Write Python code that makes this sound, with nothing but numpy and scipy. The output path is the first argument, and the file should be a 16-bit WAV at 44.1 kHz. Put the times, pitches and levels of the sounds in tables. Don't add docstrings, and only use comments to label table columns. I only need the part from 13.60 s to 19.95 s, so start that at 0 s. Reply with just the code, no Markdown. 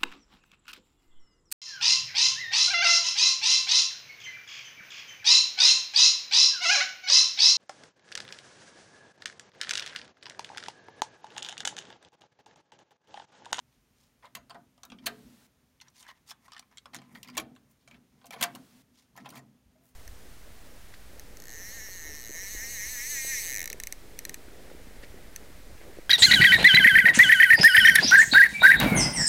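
import sys
import numpy as np
from scipy import signal
from scipy.fft import rfft, irfft
from scipy.io import wavfile
from scipy.ndimage import uniform_filter1d

SR = 44100
rng = np.random.default_rng(int(sys.argv[2]) if len(sys.argv) > 2 else 0)


def invert_db(level):
    return 10 ** (np.asarray(level, dtype=float) / 20)


def file_out(sig):
    cols = np.atleast_2d(sig).T
    lim = np.clip(cols, -1, 1)
    pcm = np.round(lim * 32767).astype(np.int16)
    wavfile.write(sys.argv[1], SR, pcm)


N = 280035


def band(x, lo_hz, hi_hz, order=2):
    return signal.sosfilt(signal.butter(order, [lo_hz, min(hi_hz, SR / 2.2)], "band", fs=SR, output="sos"), x)


def level(x, rms_db):
    return x * invert_db(rms_db) / np.sqrt(np.mean(x ** 2))


def decay(t, t60_s):
    return np.exp(-np.log(1000) * t / t60_s)


def coloured(points):
    hz, db = np.transpose(points)
    bin_hz = np.arange(N // 2 + 1) * SR / N
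    gain = invert_db(np.interp(np.log(bin_hz + 1), np.log(hz), db))
    return irfft(rfft(rng.standard_normal(N)) * gain, N)


def flicker(rate_hz, spread_db):
    k = int(SR / rate_hz)
    steps = np.repeat(rng.standard_normal(N // k + 1), k)
    return invert_db(spread_db * uniform_filter1d(steps, k)[:N])


def pushed(t, pushes, rest_db, rise_db_s, fall_db_s):
    s, db = (c[:, None] for c in np.transpose(pushes))
    away_db = np.maximum(rise_db_s * (s - t), fall_db_s * (t - s))
    return np.sqrt(invert_db(rest_db) ** 2 + np.sum(invert_db(db - away_db) ** 2, axis=0))


def ring(modes, t):
    hz, db, t60_s = (c[:, None] for c in np.transpose(modes))
    chance = rng.standard_normal((3, len(modes), 1))
    gain = invert_db(db + 0.85 * chance[0]) * np.sign(chance[1])
    return np.sum(gain * decay(t, t60_s) * np.sin(2 * np.pi * hz * (1 + 0.013 * chance[2]) * t), axis=0)


def singing(t, parts):
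    out, t = np.zeros(N + SR), t[:SR // 3]
    onset = np.clip(t / 0.00076, 0, 1)
    for s, hz, db, t60_s in parts:
        neighbours = level(band(rng.standard_normal(len(t)), hz * .97, hz * 1.03, order=1), -4.5)
        tone = np.sin(2 * np.pi * hz * t) + neighbours
        out[int(s * SR):][:len(t)] += invert_db(db) * tone * decay(t, t60_s) * onset
    return out[:N]


# f/Hz, density/dB
HISS = [(20, -32.5), (35, -9), (60, 5.5), (130, 7), (250, -5.5), (450, -3), (1000, -8), (2500, -10),
        (4800, -13.5), (6000, -12.5), (9300, -15), (10500, -16.5), (12000, -16), (15500, -21)]


def microphone_hiss():
    return level(coloured(HISS), -72) * flicker(12.0, 0.37)


# from t/s, to t/s
OVERLOAD = [
    (1.471, 1.868),
    (4.83, 5.222),
]
# f/Hz, density/dB
COARSE_HISS = [(100, -9.5), (600, -0.5), (1500, -3), (4000, -3.5), (8500, -7.5), (10500, -9),
               (15500, -10.5)]


def coarse_range_hiss(t):
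    held = sum((t > start) & (t < end) for start, end in OVERLOAD)
    return held * level(coloured(COARSE_HISS), -65)


def room(x, t):
    t = t[:SR // 2]
    noise = rng.standard_normal(len(t)) * np.clip(t / 0.0054, 0, 1)
    low = band(noise, 150, 2200) * decay(t, 0.23)
    high = invert_db(-0.5) * band(noise, 4500, 13000) * decay(t, 0.1)
    tail = low + high
    return signal.fftconvolve(x, tail * invert_db(-16.5) / np.sqrt(np.sum(tail ** 2)))[:N]


# t/s, level/dB
THUDS = [(0.181, -73), (.8, -65), (1.27, -70), (1.47, -61), (1.66, -60.5), (3.27, -66), (3.59, -71),
         (3.8, -57.5), (4.33, -66), (4.76, -79), (5.31, -82), (6.07, -63), (6.33, -79)]


def table_thuds(t):
    thud = band(rng.standard_normal(N), 41, 80, order=3)
    return level(thud, 0) * pushed(t, THUDS, rest_db=-80.5, rise_db_s=260, fall_db_s=190)


# f/Hz, width/Hz, level/dB
CASE_RINGS = [(131.4, 10, 2), (187, 20, -0.5), (224, 41, 2), (249.5, 16, 4.5), (308.6, 30, -22.5)]
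# t/s, level/dB
SHOVES = [(.2, -85), (.76, -58.5), (.96, -59), (1.333, -51.5), (1.47, -50.5), (1.58, -56.5), (1.67, -57.5),
          (3.378, -51.5), (3.55, -54.5), (3.69, -55), (3.799, -46.5), (3.92, -59.5), (4.07, -68),
          (4.33, -57), (4.55, -64), (4.69, -59), (4.831, -46), (4.96, -48.5), (5.575, -63), (5.62, -51.5),
          (5.715, -53), (5.779, -52), (6.08, -69.5), (6.2, -67.5)]


def case_drone(t):
    drone = np.zeros(N)
    for hz, width_hz, db in CASE_RINGS:
        mode = band(rng.standard_normal(N), hz - width_hz / 2, hz + width_hz / 2, order=1)
        drone += level(mode, db) * flicker(13, 2.5)
    return level(band(drone, 112, 1100), 0) * pushed(t, SHOVES, rest_db=-73.5, rise_db_s=243, fall_db_s=84.5)


# t/s, f/Hz, peak level/dB, t60/s
SINGING = [(1.468, 430, -47, .45), (1.468, 712, -56, .43), (3.78, 765, -53, .4), (3.78, 644, -51, .4),
           (3.781, 445, -49, .3), (.755, 6550, -58, 0.16), (2.707, 5280, -39, .04),
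           (3.345, 11200, -53, 0.089), (3.776, 2350, -27, 0.04), (3.777, 1101, -30.5, .1),
           (3.78, 320.7, -45, 0.29), (.64, 950, -49, 0.067), (.95, 713, -52, 0.15),
           (3.8, 11050, -45, 0.062), (3.798, 2326, -29, 0.029), (4.724, 11200, -56, 0.17),
           (4.721, 4150, -56.5, 0.13), (4.837, 9580, -24.5, 0.022), (4.84, 1600, -33, 0.13),
           (4.276, 2330, -50, .04), (4.312, 2330, -47, .05), (4.707, 2350, -38, .04),
           (4.813, 208, -40, .12), (.753, 1050, -44, .08), (3.257, 560, -50, .06), (5.659, 2600, -46, .04),
           (5.578, 1780, -48, .05), (3.345, 3500, -50, .08), (6.155, 635.5, -64, 0.19),
           (6.21, 677, -71.5, 0.3)]
# t/s, f/Hz, peak level/dB
DECK_RINGS = [(.646, 1030, -47), (.768, 1030, -48), (.905, 4600, -46), (.905, 1010, -50), (.949, 700, -57),
              (0.95, 1900, -51), (1.233, 6030, -43), (1.234, 770, -56), (1.321, 750, -49),
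              (1.326, 224, -46.5), (1.348, 200, -49), (1.387, 3090, -55), (1.467, 9600, -37.5),
              (1.471, 4070, -30.5), (1.47, 787, -41), (3.257, 1470, -48.5), (3.257, 3445, -56),
              (3.258, 5340, -52), (3.346, 1500, -42.5), (3.363, 5400, -44), (3.418, 2240, -57),
              (3.551, 1470, -51), (3.559, 4650, -55), (3.575, 2050, -53), (3.7505, 2200, -47.5),
              (3.756, 3480, -57), (3.776, 5730, -28), (3.7765, 7200, -33.5), (3.779, 3400, -32.5),
              (3.801, 5650, -46.5), (3.814, 6000, -53), (3.963, 1120, -56), (4.335, 2410, -59),
              (4.345, 2240, -57), (4.707, 5685, -48), (4.737, 2370, -42.5), (4.762, 2230, -50),
              (4.774, 1090, -51.5), (4.789, 2350, -52.5), (4.793, 2300, -51.5), (4.792, 4300, -55.5),
              (4.811, 8500, -39.5), (4.813, 1546, -32.5), (4.815, 2740, -37), (4.827, 8500, -28),
              (4.827, 3550, -25), (4.855, 6200, -48), (4.947, 644, -47), (4.95, 2910, -47),
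              (5.576, 6960, -50), (5.585, 1860, -50), (5.665, 820, -50), (5.691, 5640, -53),
              (5.692, 3270, -57), (5.703, 4650, -56), (5.764, 4300, -58), (5.769, 2280, -45),
              (5.78, 1910, -54), (5.789, 7220, -54), (5.795, 1870, -53)]
# t/s, f/Hz, peak level/dB
SHELL_RINGS = [(2.213, 4300, -47), (2.26, 1600, -62), (2.274, 1680, -60), (2.283, 5740, -55),
               (2.388, 4480, -56), (2.4, 4630, -56), (2.466, 1700, -49), (2.488, 1070, -49),
               (2.496, 4100, -54), (2.498, 2930, -52), (2.503, 1860, -44), (2.512, 1040, -56),
               (2.695, 5400, -52), (2.714, 1140, -47), (2.716, 3240, -52), (2.881, 1070, -46),
               (2.889, 1110, -57), (2.906, 2320, -60), (2.921, 1280, -51), (2.93, 5400, -53),
               (2.934, 1200, -52), (2.954, 1250, -54), (2.959, 1140, -52), (2.965, 1800, -44),
               (2.984, 2900, -56), (2.993, 4650, -48), (3.025, 2340, -60), (3.172, 3270, -48),
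               (3.182, 3260, -47), (3.633, 3270, -49), (3.655, 2400, -55), (3.675, 2070, -49),
               (3.686, 2400, -43)]


def small_parts(t):
    short = [(s, hz, db, 0.056 * (1000 / hz) ** 0.3) for s, hz, db in DECK_RINGS + SHELL_RINGS]
    return singing(t, SINGING) + singing(t, short)


# f/Hz, level/dB, t60/s
SHELL_MODES = [(1054, 2.5, 0.054), (1348, 3, 0.038), (1800, -7, 0.027), (2350, -4.5, 0.016),
               (2920, -9, 0.034), (4500, -11, .03), (5645, 17, 0.013), (6230, -0.5, 0.045),
               (11200, -12, .04)]
# start t/s, length/s, level/dB, centre f/Hz
RUSTLES = [(.044, 0.19, -76, 4000), (.313, 0.21, -70, 5400), (2.328, 0.072, -60.5, 4500),
           (2.365, 0.089, -56.5, 6060), (2.659, 0.075, -49.5, 5800), (4.074, 0.074, -69.5, 11000),
           (4.168, .1, -76.5, 3960), (5.301, 0.17, -65.5, 4880), (6.19, 0.15, -67.5, 10960)]
# start t/s, length/s, level/dB, centre f/Hz
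SLIDES = [(1.406, 0.078, -65, 4020), (2.22, 0.087, -70, 2460), (2.406, 0.072, -62.5, 1800),
          (2.465, 0.06, -51.5, 2880), (2.538, 0.057, -71.5, 2530), (2.793, .1, -67, 6700),
          (2.87, 0.063, -71, 3900), (3.39, 0.095, -69, 3000), (3.44, 0.22, -67, 8600),
          (3.46, 0.079, -74.5, 2330), (3.718, 0.061, -60, 3000), (4.272, 0.12, -68, 2800),
          (4.45, 0.26, -77.5, 5160), (4.74, 0.097, -57, 3400), (5.728, 0.08, -54, 5960)]
# start t/s, length/s, level/dB, centre f/Hz
DRAGS = [(.625, 0.074, -61.5, 1294), (3.105, 0.079, -70, 2530), (3.33, 0.041, -57, 3780),
         (3.55, 0.029, -58, 3000), (3.64, 0.1, -65, 3520), (4.722, 0.035, -50.5, 4000),
         (5.555, 0.1, -61.5, 4020), (5.65, 0.043, -55, 2180), (5.68, 0.099, -67, 7000)]


def scrapes(t):
    out = np.zeros(N)
    short = t[:SR // 16]
    shell = invert_db(-37.5) * ring(SHELL_MODES, short) + (short == 0)
    grains = rng.standard_normal((2, N)) * flicker(600, 3.6) * flicker(90, 2.4)
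    hum = signal.fftconvolve(grains[1], shell)[:N]
    panel = level(band(hum, 770, 1400) + band(hum, 1540, 2180) * invert_db(2.5), 0)
    # table, share of the length spent swelling, panel level/dB
    for table, share, panel_db in ((RUSTLES, 0.54, -12), (SLIDES, 0.64, 1.5), (DRAGS, 0.17, 5)):
        for start, length, db, hz in table:
            peak, end = start + share * length, start + length
            span = slice(int(start * SR), int(end * SR))
            swell = np.interp(t[span], (start, peak, end), (0, 1, 0)) ** 1.22
            grain = grains[0, span]
            rub = band(grain, hz / 2.0, hz * 1.63) + invert_db(-4.5) * band(grain, hz / 4, hz * 2.4, order=1)
            out[span] += swell * (level(rub, db) + invert_db(db + panel_db) * panel[span])
    return out


# t/s, peak level/dB
SNAPS = [(0.657, -54), (0.7526, -22), (2.217, -43), (2.4917, -47), (2.7079, -28), (2.995, -33),
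         (3.001, -40), (4.8294, -17), (5.768, -36)]


def snaps():
    out = np.zeros(N)
    for s, db in SNAPS:
        out[int(s * SR)] += invert_db(db)
    return band(out, 1500, 14000, order=1) * invert_db(3.0)


def knocks(events, modes, wash, modes_db, wash_db):
    out, t = np.zeros(N + SR), np.arange(8192) / SR
    size = 2 * len(t)
    click = t == 0
    registers = [rfft(band(click, lo_hz, hi_hz, order=3), size) for lo_hz, hi_hz, _ in wash]
    fades = [invert_db(wash_db) * (decay(t, t60_s) + 2.6 * np.exp(-t / 0.00044)) for _, _, t60_s in wash]
    for table, edge_db, edge_slope, chatter_ms in events:
        for s, peak_db, panel_db, bright_db in table:
            noise = rng.standard_normal((3, len(t)))
            contacts = noise[0] * invert_db(1.8 * noise[1]) * np.exp(-1000 * t / chatter_ms) * 0.14
            contacts[0] += .55
            blow = rfft(contacts, size)
            clear = invert_db(modes_db) * ring(modes, t) + click
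            i = int(s * SR)
            register_db = (panel_db, 0, bright_db, edge_db + edge_slope * bright_db)
            for register, fade, db in zip(registers, fades, register_db):
                part = irfft(blow * register * rfft(clear + fade * noise[2], size))[:len(t)]
                out[i:i + len(t)] += part * invert_db(peak_db + db) / np.abs(part).max()
    return out[:N]


# t/s, peak level/dB, panel level/dB, bright level/dB
SHELL_KNOCKS = [(2.2019, -45, -18, -19), (2.2127, -38.5, -25, 1.5), (2.2179, -41, -10, -1),
                (2.2827, -48, -10, -1.5), (2.427, -46.5, -13, 3.5), (2.4662, -53.5, 4, 4),
                (2.4893, -42, -2, -8), (2.6898, -54, 1, 8), (2.7078, -36, -9, 0.5), (2.7124, -37, -3.5, -2),
                (2.8809, -49.5, 2, -2), (2.9199, -36, -9, -2), (2.9339, -36.5, -14, 0),
                (2.9461, -42.5, -6, -10), (2.9651, -39, -4, -10), (2.9791, -40, -24, -1),
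                (2.9943, -35, -10, 2.5), (3.0254, -55, 3.5, -9), (3.1135, -62, 6.5, 3),
                (3.1724, -36, -17, 1.5), (3.1818, -35.5, -40, -1.5)]
# t/s, peak level/dB, panel level/dB, bright
# level/dB
SLOT_KNOCKS = [(2.3009, -75, -5, 14), (3.6302, -35.5, -19.5, 0.5), (3.6461, -45, -12.5, -2.5),
               (3.6751, -41, -15.5, -5.5), (3.6847, -39.5, -15.5, -5), (3.6898, -52, 8.5, -4.5),
               (3.6998, -38.5, -24, -8.5)]
# from f/Hz, to f/Hz, t60/s
SHELL_WASH = [(790, 1940, 0.066), (1610, 5220, 0.05), (4500, 7900, 0.006), (9400, 17000, 0.036)]


def cassette_knocks():
    # table, edge level/dB at bright 0, edge dB per bright dB, chatter/ms
    events = [(SHELL_KNOCKS, -23, 1, 1.63), (SLOT_KNOCKS, -5, 1.4, 2.2)]
    return knocks(events, SHELL_MODES, SHELL_WASH, modes_db=-34, wash_db=-22.0)


# f/Hz, level/dB, t60/s
DECK_MODES = [(688.3, -8.5, 0.19), (775, -6.5, 0.069), (1069, 1, 0.047), (1440, -16, 0.1),
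              (1550, -22.5, .05), (2350, -6.5, 0.085), (2711, 1.5, 0.043), (3205, 1, 0.0554),
              (4160, -25, .04), (6460, 0.5, 0.017), (9440, -6.5, .03), (14800, -29.5, .025)]
# from f/Hz, to f/Hz, t60/s
DECK_WASH = [(504, 1417, 0.14), (1400, 4920, 0.081), (4500, 8170, 0.043), (9860, 15900, 0.025)]
# t/s, peak level/dB, panel level/dB, bright level/dB
BLOWS = [(.7505, -35.5, -8.5, 1), (.7528, -32, -41, 0.5), (.7548, -59, 0, -6), (.7615, -56, 0, 8),
         (.7695, -48, 3.5, 2), (1.4592, -34.5, -23, 3), (1.4622, -27.5, -18, 4), (1.4662, -21, -14, -2),
         (1.4688, -24.5, -6.5, -1), (1.474, -29.5, -11.5, -3), (3.7695, -28.5, -3, 1.5),
         (3.7765, -23, -13.5, 1), (3.7795, -26, -13, 1.5), (3.7865, -44, -7, -9), (3.7985, -35, -21, 1.5),
         (4.8102, -27, -3.5, -1.5), (4.814, -24, -5.5, -5), (4.8248, -19, -8.5, -0.5),
         (4.8275, -18.5, -17, 0), (4.832, -23.5, -3, -6), (4.8372, -20.5, -6, 5)]
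# t/s, peak level/dB, panel level/dB, bright level/dB
KEY_KNOCKS = [(.6256, -54.5, -0.5, -11), (.64, -57, 7.5, -20), (.6468, -53.5, 6, -20), (.655, -46, -16, -5),
              (.8965, -47.5, 2, 3), (.9032, -42, -3, -3), (.9085, -39, -5, -8), (.9458, -48, 2.5, -4.5),
              (.952, -55.5, 12.5, -16), (1.1781, -58, 0, 0.5), (1.2331, -39, -5, 0), (1.2513, -49, -10, 6),
              (1.301, -42, -15, -5.5), (1.3189, -40.5, -5.5, -13), (1.386, -50, -21.5, -15.5)]
# t/s, peak level/dB, panel level/dB, bright level/dB
GUIDE_KNOCKS = [(3.2566, -42, -0.5, -4.5), (3.3345, -44, -1, -14), (3.3458, -30, -10.5, 3.5),
                (3.352, -36, -17, 2), (3.3642, -38.5, -28, 5), (3.3866, -43.5, -7, -17),
                (3.4177, -50.5, 0, -3), (3.5507, -41, -12.5, -23), (3.5732, -46, -12, -6),
                (3.9516, -56.5, -23, -1), (3.9628, -46.5, -10.5, -7), (4.2757, -49, -5, 0),
                (4.2847, -58, -8, 7.5), (4.3113, -47, -10.5, -4), (4.344, -47.5, -11, -11)]
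# t/s, peak level/dB, panel level/dB, bright level/dB
DOOR_KNOCKS = [(3.7505, -52, -6, 0.5), (4.6142, -54, -4, -18), (4.6433, -49, 2, -12.5),
               (4.6568, -54.5, -12, 5.5), (4.6662, -52.5, -18, 6.5), (4.7071, -38, -1.5, -2),
               (4.7381, -36.5, -3, -8), (4.7618, -45, 3, -11), (4.9505, -42, -3, 2), (4.9565, -43, 0, 0),
               (5.5552, -61, 10, -11.5), (5.5641, -53.5, -4, 5), (5.5753, -44.5, 2.5, -2),
               (5.6462, -51, 3, -18), (5.6581, -40.5, 2.5, -9.5), (5.6896, -46.5, -14, 3),
               (5.7029, -44, -16, 2), (5.7232, -55.5, 9.5, -1), (5.7554, -40.5, -1, -4.5),
               (5.7766, -46, 1, 0.5)]


def deck_knocks():
    # table, edge level/dB at bright 0, edge dB per bright dB, chatter/ms
    events = [(BLOWS, -2.5, 0.47, 2.37), (KEY_KNOCKS, -12.5, 3.1, 1.97),
              (GUIDE_KNOCKS, -12, 0.65, 0.84), (DOOR_KNOCKS, -2, 1.4, 3.1)]
    return knocks(events, DECK_MODES, DECK_WASH, modes_db=-30.0, wash_db=-20.5)


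def scene():
    t = np.arange(N) / SR
    near = deck_knocks() + cassette_knocks() + scrapes(t) + snaps()
    return (near + room(near, t) + small_parts(t) + case_drone(t) + table_thuds(t))[None]


# f/Hz, width/Hz, depth (-1 to 1)
DIPS = [(7820, 840, 0.48), (10550, 440, 0.62), (15600, 1200, -0.25)]


def microphone_port(x):
    for hz, width_hz, depth in DIPS:
        x = x - depth * band(x, hz - width_hz / 2, hz + width_hz / 2, order=1)
    return x


def band_limit(x):
    return signal.sosfilt(signal.butter(12, 16810, fs=SR, output="sos"), x)


def record(dry):
    t = np.arange(N) / SR
    x = microphone_port(dry + microphone_hiss()) + coarse_range_hiss(t)
    x = signal.sosfilt(signal.ellip(6, .3, 18, 15800, fs=SR, output="sos"), x)
    return band_limit(x)


dry = scene()
out = record(dry)
file_out(out)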